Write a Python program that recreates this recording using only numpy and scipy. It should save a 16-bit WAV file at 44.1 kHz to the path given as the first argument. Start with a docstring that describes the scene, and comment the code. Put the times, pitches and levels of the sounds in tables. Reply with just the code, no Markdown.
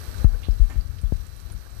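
"""On the hob, thick tomato stew sizzles throughout in a steel pan: hiss plus damped-sine bubbles, spits and plops.
A hand-held camera takes it with the right port open and the left covered, muffled and rumbling with the grip.
From 0.25 s finger pushes thump on the left, as filtered pressure steps; the biggest make a limiter cut the gain,
which creeps back slowly. A noise puff of steam comes at 0.43 s and one light knock, clatter and ringing
steel modes, at 0.70 s; the sharpest spits, short damped sines, cluster near 1.0 s and 1.4 s."""
import sys
import numpy as np
from scipy import signal
from scipy.fft import rfft, irfft, next_fast_len
from scipy.io import wavfile
from scipy.ndimage import uniform_filter1d, minimum_filter1d, map_coordinates

SR = 44100
rng = np.random.default_rng(int(sys.argv[2]) if len(sys.argv) > 2 else 0)


def materialize(psi):
    """Save the field psi as 16-bit PCM at rate SR to the path in sys.argv[1].

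    A 1-D psi becomes a single channel; in a 2-D psi each row is a channel.
    """
    bounded = np.clip(np.atleast_2d(psi).T, -1, 1)
    quanta = np.round(bounded * 32767).astype(np.int16)
    wavfile.write(sys.argv[1], SR, quanta)


N = 79380  # 1.8 s
TOP_HZ = 15400  # upper band limit

# Rumble of the grip at the covered port: t/s, level/dB
GRIP_LEVEL = [(0, -34), (.2, -25), (.4, -24.5), (.7, -27), (.92, -23), (1.2, -26.5), (1.4, -29),
              (1.53, -20.5), (1.64, -32.5), (1.8, -27.5)]
# Spectrum of that rumble: f/Hz, relative level/dB
GRIP_COLOUR = [(15, -55), (30, -8.5), (48, 1), (75, -1.5), (120, -13), (170, -22.5), (250, -30.5),
               (400, -44.5), (900, -86)]
# Finger pushes on the covered port: t/s, level/dB before the last column scales it, rise/ms,
# signed strength (positive pressing, negative letting go)
PUSHES = [(0.2452, -8.5, 0.26, 0.51), (.2450, -1.5, 1.4, 1), (0.246, 2.5, 2.53, 0.84),
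          (0.3169, -10, 11.6, 1), (0.4855, -6.5, 0.83, 0.96), (.486, -2.5, 4.35, 0.91),
          (.598, 1.5, 33, -0.9), (.608, 3, 10.7, 0.5), (.7575, -6, 4.8, 0.83), (0.777, -8.5, 4.8, 0.7),
          (1.034, -3.5, 4.4, 0.77), (1.1227, -7, 0.61, 1), (1.1222, -9.5, 1.6, 0.75), (1.152, -15, 6.7, 1)]
# Skin rubbing on the covered port: t/s, starting level/dB, t60/s
RUBS = [(0.129, -44, 0.1), (.755, -39, 0.1), (1.037, -41.5, 0.1), (1.394, -41, 0.017), (1.499, -40, 0.11)]
# Broad clatter of the knock: f/Hz, relative level/dB
KNOCK_COLOUR = [(100, -10), (240, 4.5), (450, -5.5), (1000, -9.5), (2100, -8), (3500, -19), (8000, -25),
                (15000, -29)]
# Modes of the steel pan: f/Hz, level/dB before onset and decay, t60/s
STEEL_MODES = [(250.5, -43.5, 0.71), (770, -45.5, 0.46), (1820, -38.5, 0.28), (2360, -54, 0.18),
               (7070, -43, 0.19), (7100, -55, 0.16)]
# Spectrum of the steam puff: f/Hz, relative level/dB
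PUFF_COLOUR = [(300, -20), (1800, -11), (2800, -7.5), (3600, -5), (4400, -8), (5800, -16), (12000, -37)]
# Larger bubbles bursting: t/s, level/dB before onset and decay, starting f/Hz, t60/s
PLOPS = [(0.144, -37, 1540, 0.054), (.292, -40, 728, 0.059), (.342, -31.5, 1530, 0.047),
         (.345, -31.5, 474, .1), (1.06, -37.5, 3420, .025), (1.528, -34, 1490, 0.027),
         (1.662, -35, 1630, 0.029)]
# Spits of hot sauce: t/s, level/dB before decay, f/Hz, t60/s
SPITS = [(0.0843, -37, 5240, 0.0026), (0.1652, -41, 8250, 0.0022), (0.1866, -28, 7000, .0012),
         (.402, -39, 9000, .0015), (.511, -31, 5180, 0.0065), (0.81, -30.5, 4640, 0.0086),
         (0.9858, -23.5, 3800, 0.0016), (.9905, -29, 4800, 0.0021), (1.0158, -25.5, 9100, 0.0018),
         (1.268, -25.5, 8070, 0.0013), (1.366, -28.5, 9700, .002), (1.4005, -34.5, 4200, 0.0052),
         (1.4015, -27, 7260, 0.0014), (1.4092, -28.5, 10100, 0.0013), (1.520, -32, 9400, 0.01),
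         (1.524, -31.5, 9800, 0.0053), (1.588, -34, 6500, 0.0022), (1.706, -30.5, 8000, 0.0017)]
# Sizzle spectrum at the open right port: f/Hz, relative level/dB (per Hz)
OPEN_COLOUR = [(50, -5.7), (130, -2.3), (190, -2), (350, 0.5), (750, -4.5), (930, -7), (1170, -3.5),
               (1700, -2.4), (2050, -8), (3600, -11), (4000, -4.5), (4550, -6), (5300, -10.5), (5850, -6.5),
               (6700, -14.5), (7600, -13.5), (8350, -9.5), (9200, -14.5), (11600, -12.5), (12300, -9.4),
               (12600, -21), (13000, -2.5), (13450, -11), (13900, -13.5), (15200, -19)]
# Sizzle spectrum at the covered left port: f/Hz, relative level/dB (per Hz)
COVERED_COLOUR = [(300, -8.5), (480, -7.5), (850, -16.5), (1400, -12), (2000, -19), (3500, -24),
                  (5900, -27), (7000, -58), (8800, -42), (10500, -28), (12900, -20), (13600, -21),
                  (15000, -45)]
# How hard the stew boils: t/s, level change/dB
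BOIL = [(0, 1.1), (.22, 1.27), (.4, 2), (.65, 1.5), (.9, -.5), (1.2, 0.5), (1.5, 0), (1.8, 1)]
# Swells of the small bubbles within the sizzle: t/s, level change/dB
BUBBLING = [(0, -3), (.3, 5), (.55, -1.5), (.9, -1), (1.3, -7.5), (1.53, -0.5), (1.59, -6), (1.66, 3),
            (1.8, -4.5)]
# Narrow pan resonances that tint the sizzle: f/Hz, lift/dB
PAN_TINT = [(1148, 3.5), (1812, 2), (2298, 7), (2663, 6.5), (3156, 2.5), (3280, 5), (3918, 9.5), (4501, 5),
            (5811, 5.5), (8251, 6.5), (12284, -4), (12831, 4), (13398, -8)]


def amp(db):
    """Decibels to gain."""
    return 10 ** (np.asarray(db) / 20)


def unit(x):
    """Scale to rms 1."""
    return x / np.sqrt(np.mean(x ** 2) + 1e-20)


def curve(rows):
    """Interpolate (t/s, value) rows to one value per sample."""
    return np.interp(np.arange(N) / SR, *np.transpose(rows))


def since(start_s):
    """Seconds since start_s, zero before it."""
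    return np.maximum(np.arange(N) / SR - start_s, 0)


def decay(t, t60):
    """Gain that falls 60 dB in t60 seconds."""
    return amp(-60 * t / t60)


def onset(t, time_constant_s):
    """Gain that rises smoothly from 0 towards 1."""
    return 1 - np.exp(-t / time_constant_s)


def wobble(rate):
    """A smooth random curve with rate knots a second."""
    knots = rng.standard_normal(400)
    return map_coordinates(knots, [np.arange(N) * rate / SR], mode="wrap")


def coloured(x, points):
    """Filter x through a spectrum of (f/Hz, level/dB) points, at rms 1."""
    size = next_fast_len(N + SR // 2)  # padded so the filter does not wrap round
    hz, db = np.transpose(points)
    log_hz = np.log(np.fft.rfftfreq(size, 1 / SR) + 1)
    gain = amp(np.interp(log_hz, np.log(hz), db))
    return unit(irfft(rfft(x, size) * gain, size)[:N])


def noise(points):
    """Coloured noise of rms 1."""
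    return coloured(rng.standard_normal(N), points)


def grains(per_s, hz, octaves, cycles, spread_db, size):
    """A random rain of damped sines, each a tiny bubble losing 60 dB in `cycles` turns, at rms 1."""
    when, pitch, chance, other = rng.random((int(per_s * N / SR), 4)).T
    # two uniform draws make pitches cluster round hz
    grain_hz = np.minimum(hz * 2 ** (octaves * (pitch + other - 1)), TOP_HZ)[:, None]
    turns = grain_hz * np.arange(size) / SR
    strength = amp(-spread_db * np.log(chance + .004))[:, None]  # few strong, many weak
    waves = strength * np.sin(2 * np.pi * turns) * decay(turns, cycles)
    at = (when * N).astype(int)[:, None] + np.arange(size)
    return unit(np.bincount(at.ravel(), waves.ravel(), N + size)[:N])


def grip_rumble():
    """The gripping hand reaches the covered port as low noise of changing level."""
    return amp(curve(GRIP_LEVEL)) * noise(GRIP_COLOUR)


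def finger_pushes(scuff):
    """The microphone's low cut turns each pressure step into a thump; a fast step also scuffs."""
    low_cut = signal.butter(N=8, Wn=36.4, btype="high", fs=SR, output="sos")  # Hz
    release_s, scuff_db, scuff_t60 = 0.21, -14.5, .006
    out = np.zeros(N)
    for start_s, db, rise_ms, way in PUSHES:
        t = since(start_s)
        rise = 1 - np.exp(-(1000 * t / rise_ms) ** 2)
        step = rise * np.exp(-t / release_s)
        thump = signal.sosfilt(low_cut, step)
        thump /= np.abs(thump).max()
        # a slow step has barely risen before its scuff dies away
        skin = step * amp(scuff_db) * decay(t, scuff_t60) * scuff
        out += amp(db) * (way * thump + skin)
    return out


def rubbing(scuff):
    """Skin drags over the covered port: bursts of dull noise that start at once and fade."""
    level = np.zeros(N)
    for start_s, db, t60 in RUBS:
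        t = since(start_s)
        level += (t > 0) * amp(db) * decay(t, t60)
    return level * scuff


def handling():
    """Grip, pushes and rubs at the covered port; pushes and rubs share one skin noise."""
    scuff = noise([(300, 7), (1500, -4), (4000, -15), (8000, -32), (15000, -20)])
    return grip_rumble() + finger_pushes(scuff) + rubbing(scuff)


def knock():
    """A light knock on the full pan: a soft noise clatter and damped, slightly unsteady steel modes."""
    t = since(.696)
    ring = np.zeros(N)
    for hz, db, t60 in STEEL_MODES:
        phase = 2 * np.pi * hz * t + .5 * wobble(rate=70)
        ring += amp(db) * decay(t, t60) * np.sin(phase)
    clatter = amp(-32.5) * decay(t, t60=0.31) * noise(KNOCK_COLOUR)
    return onset(t, .0025) * (ring + clatter)


def puff():
    """A pocket of steam sputters out through the sauce: noise and bubble grains that swell and fade."""
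    t = since(.425)
    sputter = grains(per_s=990, hz=3430, octaves=0.53, cycles=9, spread_db=1, size=256)
    jet = coloured(rng.standard_normal(N) + sputter, PUFF_COLOUR)
    return amp(-27.5) * decay(t, t60=0.18) * onset(t, .018) * jet


def plops():
    """Larger bubbles ring softly as damped sines with a slightly rising pitch."""
    rise_per_s, attack_s = 0.33, 0.0011  # the rise is a fraction of the starting pitch
    out = np.zeros(N)
    for start_s, db, hz, t60 in PLOPS:
        t = since(start_s)
        turns = hz * t * (1 + rise_per_s * t / 2)
        out += amp(db) * decay(t, t60) * onset(t, attack_s) * np.sin(2 * np.pi * turns)
    return out


def spits():
    """Sharp damped-sine ticks, each scattered briefly by the pan wall and the hob."""
    ticks = np.zeros(N)
    for start_s, db, hz, t60 in SPITS:
        t = since(start_s)
        ticks += amp(db) * decay(t, t60) * np.sin(2 * np.pi * hz * t)
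    echo_db, echo_t60 = 1, 0.1
    t = since(0)[:SR // 8]
    tail = rng.standard_normal(len(t)) * decay(t, echo_t60)
    tail /= np.linalg.norm(tail)
    return ticks + amp(echo_db) * signal.fftconvolve(ticks, tail)[:N]


def tinted(x):
    """The pan's narrow resonances lift or dip x at their own frequencies."""
    hz = np.fft.rfftfreq(N, 1 / SR)
    half_width_hz = 12
    lift_db = sum(db / (1 + ((hz - centre) / half_width_hz) ** 2) for centre, db in PAN_TINT)
    return irfft(rfft(x) * amp(lift_db), N)


def sizzle(colour):
    """Countless tiny bursts merge to a hiss; the nearer ones stand out as fizz and small bubbles."""
    hiss = rng.standard_normal(N)
    fizz = grains(per_s=1300, hz=8900, octaves=0.74, cycles=3.9, spread_db=3.5, size=128)
    bubbles = grains(per_s=700, hz=1205, octaves=1.62, cycles=4.3, spread_db=1.55, size=1024)
    mix = hiss + amp(-6) * fizz + amp(-10.5 + curve(BUBBLING)) * bubbles
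    boil_db = curve(BOIL) + 0.42 * wobble(rate=14.11)
    return coloured(tinted(mix), colour) * amp(boil_db)


def scene():
    """The right port hears the pan clearly; the left hears it muffled, along with the hand."""
    hand = handling()
    pan = knock() + puff() + plops() + spits()
    cover = signal.butter(2, 3000, fs=SR, output="sos")  # low-pass, Hz
    muffled = signal.sosfilt(cover, pan)
    left = amp(-52.5) * sizzle(COVERED_COLOUR) + amp(-15.5) * muffled + hand
    right = amp(-43) * sizzle(OPEN_COLOUR) + pan + amp(-41) * hand  # a little of the hand leaks over
    return np.array([left, right])


def record(dry):
    """A limiter ducks both channels on loud peaks and recovers slowly; then the band limit."""
    ceiling, recover_db_per_s = 0.83, 0.2
    over_db = 20 * np.log10(np.maximum(np.abs(dry).max(axis=0) / ceiling, 1))
    recovery = recover_db_per_s * since(0)
    cut_db = np.maximum.accumulate(over_db + recovery) - recovery
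    # hold the lowest gain round each peak, then smooth its edges
    gain = uniform_filter1d(minimum_filter1d(amp(-cut_db), size=201), size=201)
    size = next_fast_len(N + SR // 2)
    in_band = np.fft.rfftfreq(size, 1 / SR) < TOP_HZ
    return irfft(rfft(dry * gain, size) * in_band, size)[:, :N]


dry = scene()
out = record(dry)
materialize(out)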